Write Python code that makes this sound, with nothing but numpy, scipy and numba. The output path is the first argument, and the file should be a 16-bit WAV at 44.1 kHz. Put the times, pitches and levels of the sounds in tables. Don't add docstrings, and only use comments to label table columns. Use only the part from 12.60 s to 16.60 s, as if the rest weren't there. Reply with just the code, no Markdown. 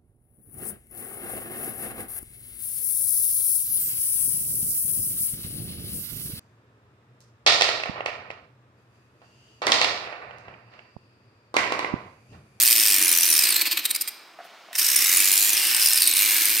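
import sys
import numpy as np
from scipy import signal
from scipy.fft import rfft, irfft
from scipy.io import wavfile
from scipy.ndimage import uniform_filter1d, minimum_filter1d
from numba import njit

SR = 44100
rng = np.random.default_rng(int(sys.argv[2]) if len(sys.argv) > 2 else 0)


def waveform_to_disk(signal):
    frames = np.transpose(np.atleast_2d(signal))
    scaled = np.clip(frames, -1, 1) * 32767
    samples = np.round(scaled).astype(np.int16)
    wavfile.write(sys.argv[1], SR, samples)


N = 176400

# frequency in Hz, level in dB.
BACKGROUND_COLOUR = [(30, -30.5), (100, -21), (250, -7.5), (1300, 2), (6700, -20), (15000, -54)]
# frequency in Hz, side level in dB.
SIDE_COLOUR = [(320, -54.5), (800, -23), (5000, -7)]
# time in seconds, level in dB.
WHIRR_LEVEL = [(1.75, -75), (1.82, -54.5), (2.12, -55), (2.2, -83)]
# frequency in Hz, level in dB.
WHIRR_SPECTRUM = [(200, -22), (700, 4.5), (1000, -6), (2500, 1.5), (4900, -2.5), (6500, -10.5),
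                  (13300, -25.5)]
# start in seconds, strength in dB.
MOUTH_KNOCKS = [(1.788, -39.5), (1.802, -43), (1.85, -48), (1.94, -49), (2.085, -49.5), (2.11, -45.5)]
# frequency in Hz, width in Hz, level in dB.
KNOCK_RESONANCES = [(705, 94, 2.5), (1142, 120, -4), (1540, 430, -10)]
# time in seconds, frequency in Hz.
MOUTH_RESONANCE = [(1.1, 2500), (2.22, 1720), (2.5, 2200), (3.1, 2830), (3.65, 2251)]
# time in seconds, turns per second.
DISC_SPEED = [(0, 124), (.4, 95), (.56, 83), (.65, 89), (.81, 68.5), (.95, 47.4), (1.05, 17.4), (2.1, 20.2),
              (2.3, 57.7), (2.52, 91), (2.77, 100), (3.2, 118), (3.42, 90.6), (3.5, 81), (3.65, 105.5),
              (4, 109.5)]
# time in seconds, depth of the once-a-turn flutter in dB, unevenness in turns.
CONTACT = [(0, 16, 0.056), (.5, 16, 0.033), (.88, 10.5, .1), (2.2, 7.5, .27), (2.7, 13.5, 0.03838),
           (3.1, 2.5, 0.051), (3.27, 13.5, 0.23), (3.6, 14, .17), (3.75, 5, 0.098), (4, 14.5, 0.092)]
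# time in seconds, treble rasp in dB, midrange growl in dB.
GRIND_LEVEL = [(0, -16, -29), (.32, -17, -27.5), (.42, -20.5, -28), (.72, -18.5, -30), (.85, -19.5, -26),
               (.97, -26, -32), (1.03, -34.5, -35.5), (1.22, -40.5, -45.5), (1.45, -52, -46),
               (1.52, -85, -59), (2.12, -86.5, -64), (2.17, -35.5, -63), (2.21, -20.5, -32),
               (2.55, -17.5, -27.5), (2.83, -18, -30), (2.96, -21.5, -28.5), (3.18, -22, -27.5),
               (3.25, -17.5, -29), (3.31, -21, -29.5), (3.5, -20.5, -32), (3.545, -24.5, -30),
               (3.58, -17.5, -28), (3.76, -19.5, -28.5), (4, -20, -30.5)]
# start in seconds, length in seconds, rasp in dB, growl in dB.
SINGLE_SCRAPES = [(0.96, 0.0045, -17, -27.5), (.978, 0.0037, -26, -38), (1.002, 0.0032, -29, -28),
                  (1.011, 0.0076, -18.5, -28.5), (1.054, .022, -25.5, -28.5), (1.11, 0.021, -24, -30.5),
                  (1.17, 0.0074, -22, -25.5), (1.189, 0.0048, -26, -27), (1.252, 0.0068, -16.5, -28),
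                  (1.304, .01, -21, -30.5), (1.346, 0.0063, -28, -41), (1.359, 0.0035, -21, -29),
                  (1.409, 0.013, -25.5, -43), (1.475, 0.014, -29.5, -37.5), (1.841, .025, -62, -70),
                  (2.128, 0.026, -43.5, -41), (2.151, 0.01, -25.5, -32), (2.18, 0.018, -20.5, -29.5),
                  (3.563, 0.0045, -22, -38)]
# time in seconds, lower in Hz, upper in Hz.
SQUEAK_PITCH = [(0, 5160, 9175), (.35, 5345, 8846), (.44, 5850, 9800), (.71, 5900, 9500), (.83, 4875, 8637),
                (.97, 4163, 8500), (1.13, 4500, 8550), (1.31, 3750, 8600), (1.36, 4934, 8720),
                (2.42, 5360, 9070), (2.56, 7040, 9820), (2.88, 7287, 9730), (2.99, 5103, 9223),
                (3.35, 5298, 9322), (3.47, 4127, 9040), (4, 4571, 9600)]
# time in seconds, lower squeak, upper squeak and disc ring in dB.
RINGING_LEVEL = [(.15, -13.5, -7, -5), (.5, -11, -4, -6.5), (.9, -6.5, -5, -6), (1.17, -4.5, -17.5, -6),
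                 (1.3, -5.5, 0, -2), (2.3, -10, -8, -6.5), (2.65, -13, -8, -9), (3.46, -4.5, -4, -5),
                 (3.68, -18, -8.5, -6)]
# frequency in Hz, level in dB.
HISS_COLOUR = [(1000, -32), (2800, -8), (4100, 0.5), (5500, 1), (6800, -1), (8200, 1), (11000, -3),
               (12500, 0.5), (14500, 1), (16000, -6)]
# frequency in Hz, level in dB.
GROWL_COLOUR = [(100, -37), (520, -19.5), (950, -12.5), (1450, -9), (1700, -3.5), (2500, -1), (3400, -3.5),
                (6000, -16)]
# frequency in Hz, level in dB.
JAW_COLOUR = [(60, -47.5), (170, -15), (260, -4), (328, 8.5), (410, -6), (600, -32.5)]
# time in seconds, level in dB.
THRUM_LEVEL = [(0, -52.5), (.2, -48.5), (.44, -41.5), (.53, -48.5), (1.25, -53.5), (1.65, -69), (2.13, -76),
               (2.23, -54), (3.1, -50.5), (3.33, -59.5), (3.44, -51), (4, -48.5)]

BACKGROUND_DB, BACKGROUND_SIDE_DB = -53, -13.5
DULL_T60_S, DULL_DB, DULL_CUTOFF_HZ = 0.89, -9.5, 5750
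FULL_T60_S, FULL_DB = .45, -17.5
BALANCE_DB, LEAN_ABOVE_HZ = -1.05, 1000
CEILING, TOP_HZ = 1, 15750
KNOCK_DECAY_S = 0.01
MOUTH_LAG_S, MOUTH_DB, MOUTH_SHIFTS_PER_S = .0023, -7.5, 8
CAVITY_WIDTH_HZ, CAVITY_DB = 360, -7
BITE_RISE, BITE_HOLD, BITE_FALL, BITE_SPREAD, TURN_SCATTER_DB = .16, .2, .23, .36, .6
CATCH_DB = 3
SQUEAL_SCATTER_DB, PITCH_SCATTER, CHIRP = 3, .028, .09
LOWER_WIDTH_HZ, UPPER_WIDTH_HZ = 340, 640
DISC_HZ, DISC_WIDTH_HZ = 13250, 340
GRIT_DB, HISS_DB = 2.5, -3.5
HISS_FOLLOW, GROWL_FOLLOW = 0.66, 0.36
SCRAPE_ATTACK_S, SCRAPE_RELEASE_S = 0.0023, 0.003
BRUSH_S, BRUSH_DB = 0.0061, -15


def undb(db):
    return 10 ** (np.asarray(db) / 20)


def unit(x):
    return x / np.sqrt(np.mean(x ** 2))


def curve(table, axis=1):
    rows = np.array(table, float)
    return np.interp(np.arange(N) / SR, rows[:, 0], rows[:, axis])


def colour(x, table):
    rows = np.array(table, float)
    hz = np.maximum(np.arange(N // 2 + 1) * SR / N, 1)
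    gain = undb(np.interp(np.log(hz), np.log(rows[:, 0]), rows[:, 1]))
    return irfft(rfft(x) * gain, N)


def butter(x, order, hz, kind):
    return signal.sosfilt(signal.butter(order, hz, kind, fs=SR, output="sos"), x)


@njit
def svf(x, hz, width):
    y, band, low = np.empty(len(x)), 0., 0.
    for i in range(len(x)):
        g = np.tan(np.pi * hz[i] / SR)
        k = np.pi * width / SR * (1 + g * g) / g
        v = (band + g * (x[i] - low)) / (1 + g * (g + k))
        band, low, y[i] = 2 * v - band, low + 2 * g * v, k * v
    return y


def ring(x, hz, width):
    centre = np.clip(hz * np.ones(N), 20, SR * .45)
    return svf(x, centre, float(width)) * np.sqrt(SR / np.pi / width)


def noise():
    return rng.standard_normal(N)


def background():
    mid, side = (unit(colour(noise(), BACKGROUND_COLOUR)) for _ in range(2))
    return undb(BACKGROUND_DB) * (mid + undb(BACKGROUND_SIDE_DB) * side * np.array([[1], [-1]]))


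def echo(x, t60_s):
    t = np.arange(SR) / SR
    decay_s = t60_s / np.log(1000)
    envelope = np.exp(-t / decay_s) * (1 - np.exp(-10 * t / decay_s))
    tail = (rng.standard_normal(SR) * envelope)[t < 10 * decay_s]
    return signal.oaconvolve(x, tail / np.linalg.norm(tail))[:N]


def stall(x):
    dull = butter(x, 4, DULL_CUTOFF_HZ, "low")
    return x + undb(DULL_DB) * echo(dull, DULL_T60_S) + undb(FULL_DB) * echo(x, FULL_T60_S)


def whirr():
    return unit(colour(noise(), WHIRR_SPECTRUM)) * undb(curve(WHIRR_LEVEL))


def knocks():
    t = np.arange(N) / SR
    envelope = np.zeros(N)
    for start, db in MOUTH_KNOCKS:
        envelope += undb(db) * (t > start) * np.exp(-np.clip((t - start) / KNOCK_DECAY_S, 0, 20))
    push = butter(noise() * envelope, 2, [480, 2300], "band")
    return sum(undb(db) * ring(push, hz, width) for hz, width, db in KNOCK_RESONANCES)


def mouth(x, count=12):
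    t, reflected = np.arange(N) / SR, 0
    lags = rng.exponential(MOUTH_LAG_S, count)
    for lag, strengths in zip(lags, rng.standard_normal((count, 400))):
        strength = np.interp(t * MOUTH_SHIFTS_PER_S, np.arange(len(strengths)), strengths)
        reflected = reflected + strength * np.pad(x, (int(lag * SR), 0))[:N]
    return (x + undb(MOUTH_DB) * reflected / np.sqrt(count)) / np.hypot(1, undb(MOUTH_DB))


def grit():
    return unit(noise() * undb(GRIT_DB * noise()))


def catches():
    return unit(undb(CATCH_DB * unit(uniform_filter1d(noise(), size=100))))


def turns():
    phase = np.cumsum(curve(DISC_SPEED)) / SR
    chance = rng.standard_normal((1000, 9))
    slip = np.interp(phase, np.arange(len(chance)), chance[:, 0])
    phase = np.maximum(phase + curve(CONTACT, axis=2) * slip, 0)
    own, within = chance[phase.astype(int)].T, phase % 1
    depth, pitch, strength, length, glide = own[1], own[2:4], own[4:6], own[6], own[7:]
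    held = np.minimum(BITE_HOLD * np.exp(BITE_SPREAD * length), .5)
    easing = np.exp(-np.maximum(within - BITE_RISE - held, 0) / BITE_FALL)
    bite = np.minimum(within / BITE_RISE, 1) * easing
    force = undb(bite * (curve(CONTACT) + TURN_SCATTER_DB * depth)) * catches()
    force = force / np.sqrt(uniform_filter1d(force ** 2, size=2600))
    squeal = undb(SQUEAL_SCATTER_DB * bite * strength)
    detune = 1 + PITCH_SCATTER * pitch + CHIRP * glide * (within - BITE_RISE)
    return force, detune, squeal


def scrapes():
    t, out = np.arange(N) / SR, np.zeros((2, N))
    for start, length, rasp_db, growl_db in SINGLE_SCRAPES:
        brush = undb(BRUSH_DB) * np.exp(-np.clip((start - t) / BRUSH_S, 0, 20))
        attack = np.clip((t - start) / SCRAPE_ATTACK_S, brush, 1)
        release = np.exp(-np.clip((t - start - length) / SCRAPE_RELEASE_S, 0, 20))
        out += undb([[rasp_db], [growl_db]]) * attack * release
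    return out * catches()


def squeak(hz, width):
    tremble = unit(uniform_filter1d(noise(), size=24))
    return np.sqrt(2) * np.sin(2 * np.pi * np.cumsum(hz + width * tremble) / SR)


def tooth_and_disc(force, detune, squeal, scrape):
    level = undb(curve(GRIND_LEVEL))
    drive = force * squeal * level + scrape
    rub = force ** HISS_FOLLOW * level + scrape
    lower = squeak(curve(SQUEAK_PITCH) * detune[0], LOWER_WIDTH_HZ) * drive[0]
    upper = squeak(curve(SQUEAK_PITCH, axis=2) * detune[1], UPPER_WIDTH_HZ) * drive[1]
    disc = ring(grit() * rub, DISC_HZ, DISC_WIDTH_HZ)
    rasp = undb(HISS_DB) * unit(colour(grit(), HISS_COLOUR)) * rub
    for axis, part in enumerate((lower, upper, disc), 1):
        rasp += undb(curve(RINGING_LEVEL, axis)) * part
    return butter(rasp, 2, 1800, "high")


def teeth_growl(force, scrape):
    grains = grit()
    drive = force ** GROWL_FOLLOW * undb(curve(GRIND_LEVEL, axis=2)) + scrape
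    growl = colour(grains * drive, GROWL_COLOUR) / np.std(colour(grains, GROWL_COLOUR))
    cavity = 2 * svf(growl, curve(MOUTH_RESONANCE), float(CAVITY_WIDTH_HZ))
    return (growl + undb(CAVITY_DB) * cavity) / np.hypot(1, undb(CAVITY_DB))


def jaw_thrum(force):
    return unit(colour(noise() * force, JAW_COLOUR)) * undb(curve(THRUM_LEVEL))


def grinding(force, detune, squeal, rasp_scrapes, growl_scrapes):
    rasp = tooth_and_disc(force, detune, squeal, rasp_scrapes)
    return mouth(rasp + teeth_growl(force, growl_scrapes)) + jaw_thrum(force)


def scene():
    contact = (*turns(), *scrapes())
    mid, side = (stall(grinding(*contact) + knocks() + whirr()) for _ in range(2))
    high_pass = signal.butter(2, LEAN_ABOVE_HZ, "high", fs=SR, output="sos")
    upper = signal.sosfiltfilt(high_pass, mid)
    side = colour(side, SIDE_COLOUR) + (undb(BALANCE_DB / 2) - 1) * upper
    return np.array([mid + side, mid - side]) + background()


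def record(dry):
    room_left = CEILING / np.maximum(np.abs(dry).max(axis=0), CEILING)
    gain = uniform_filter1d(minimum_filter1d(room_left, size=128), size=128)
    return signal.sosfilt(signal.ellip(10, .2, 80, TOP_HZ, fs=SR, output="sos"), dry * gain)


dry = scene()
out = record(dry)
waveform_to_disk(out)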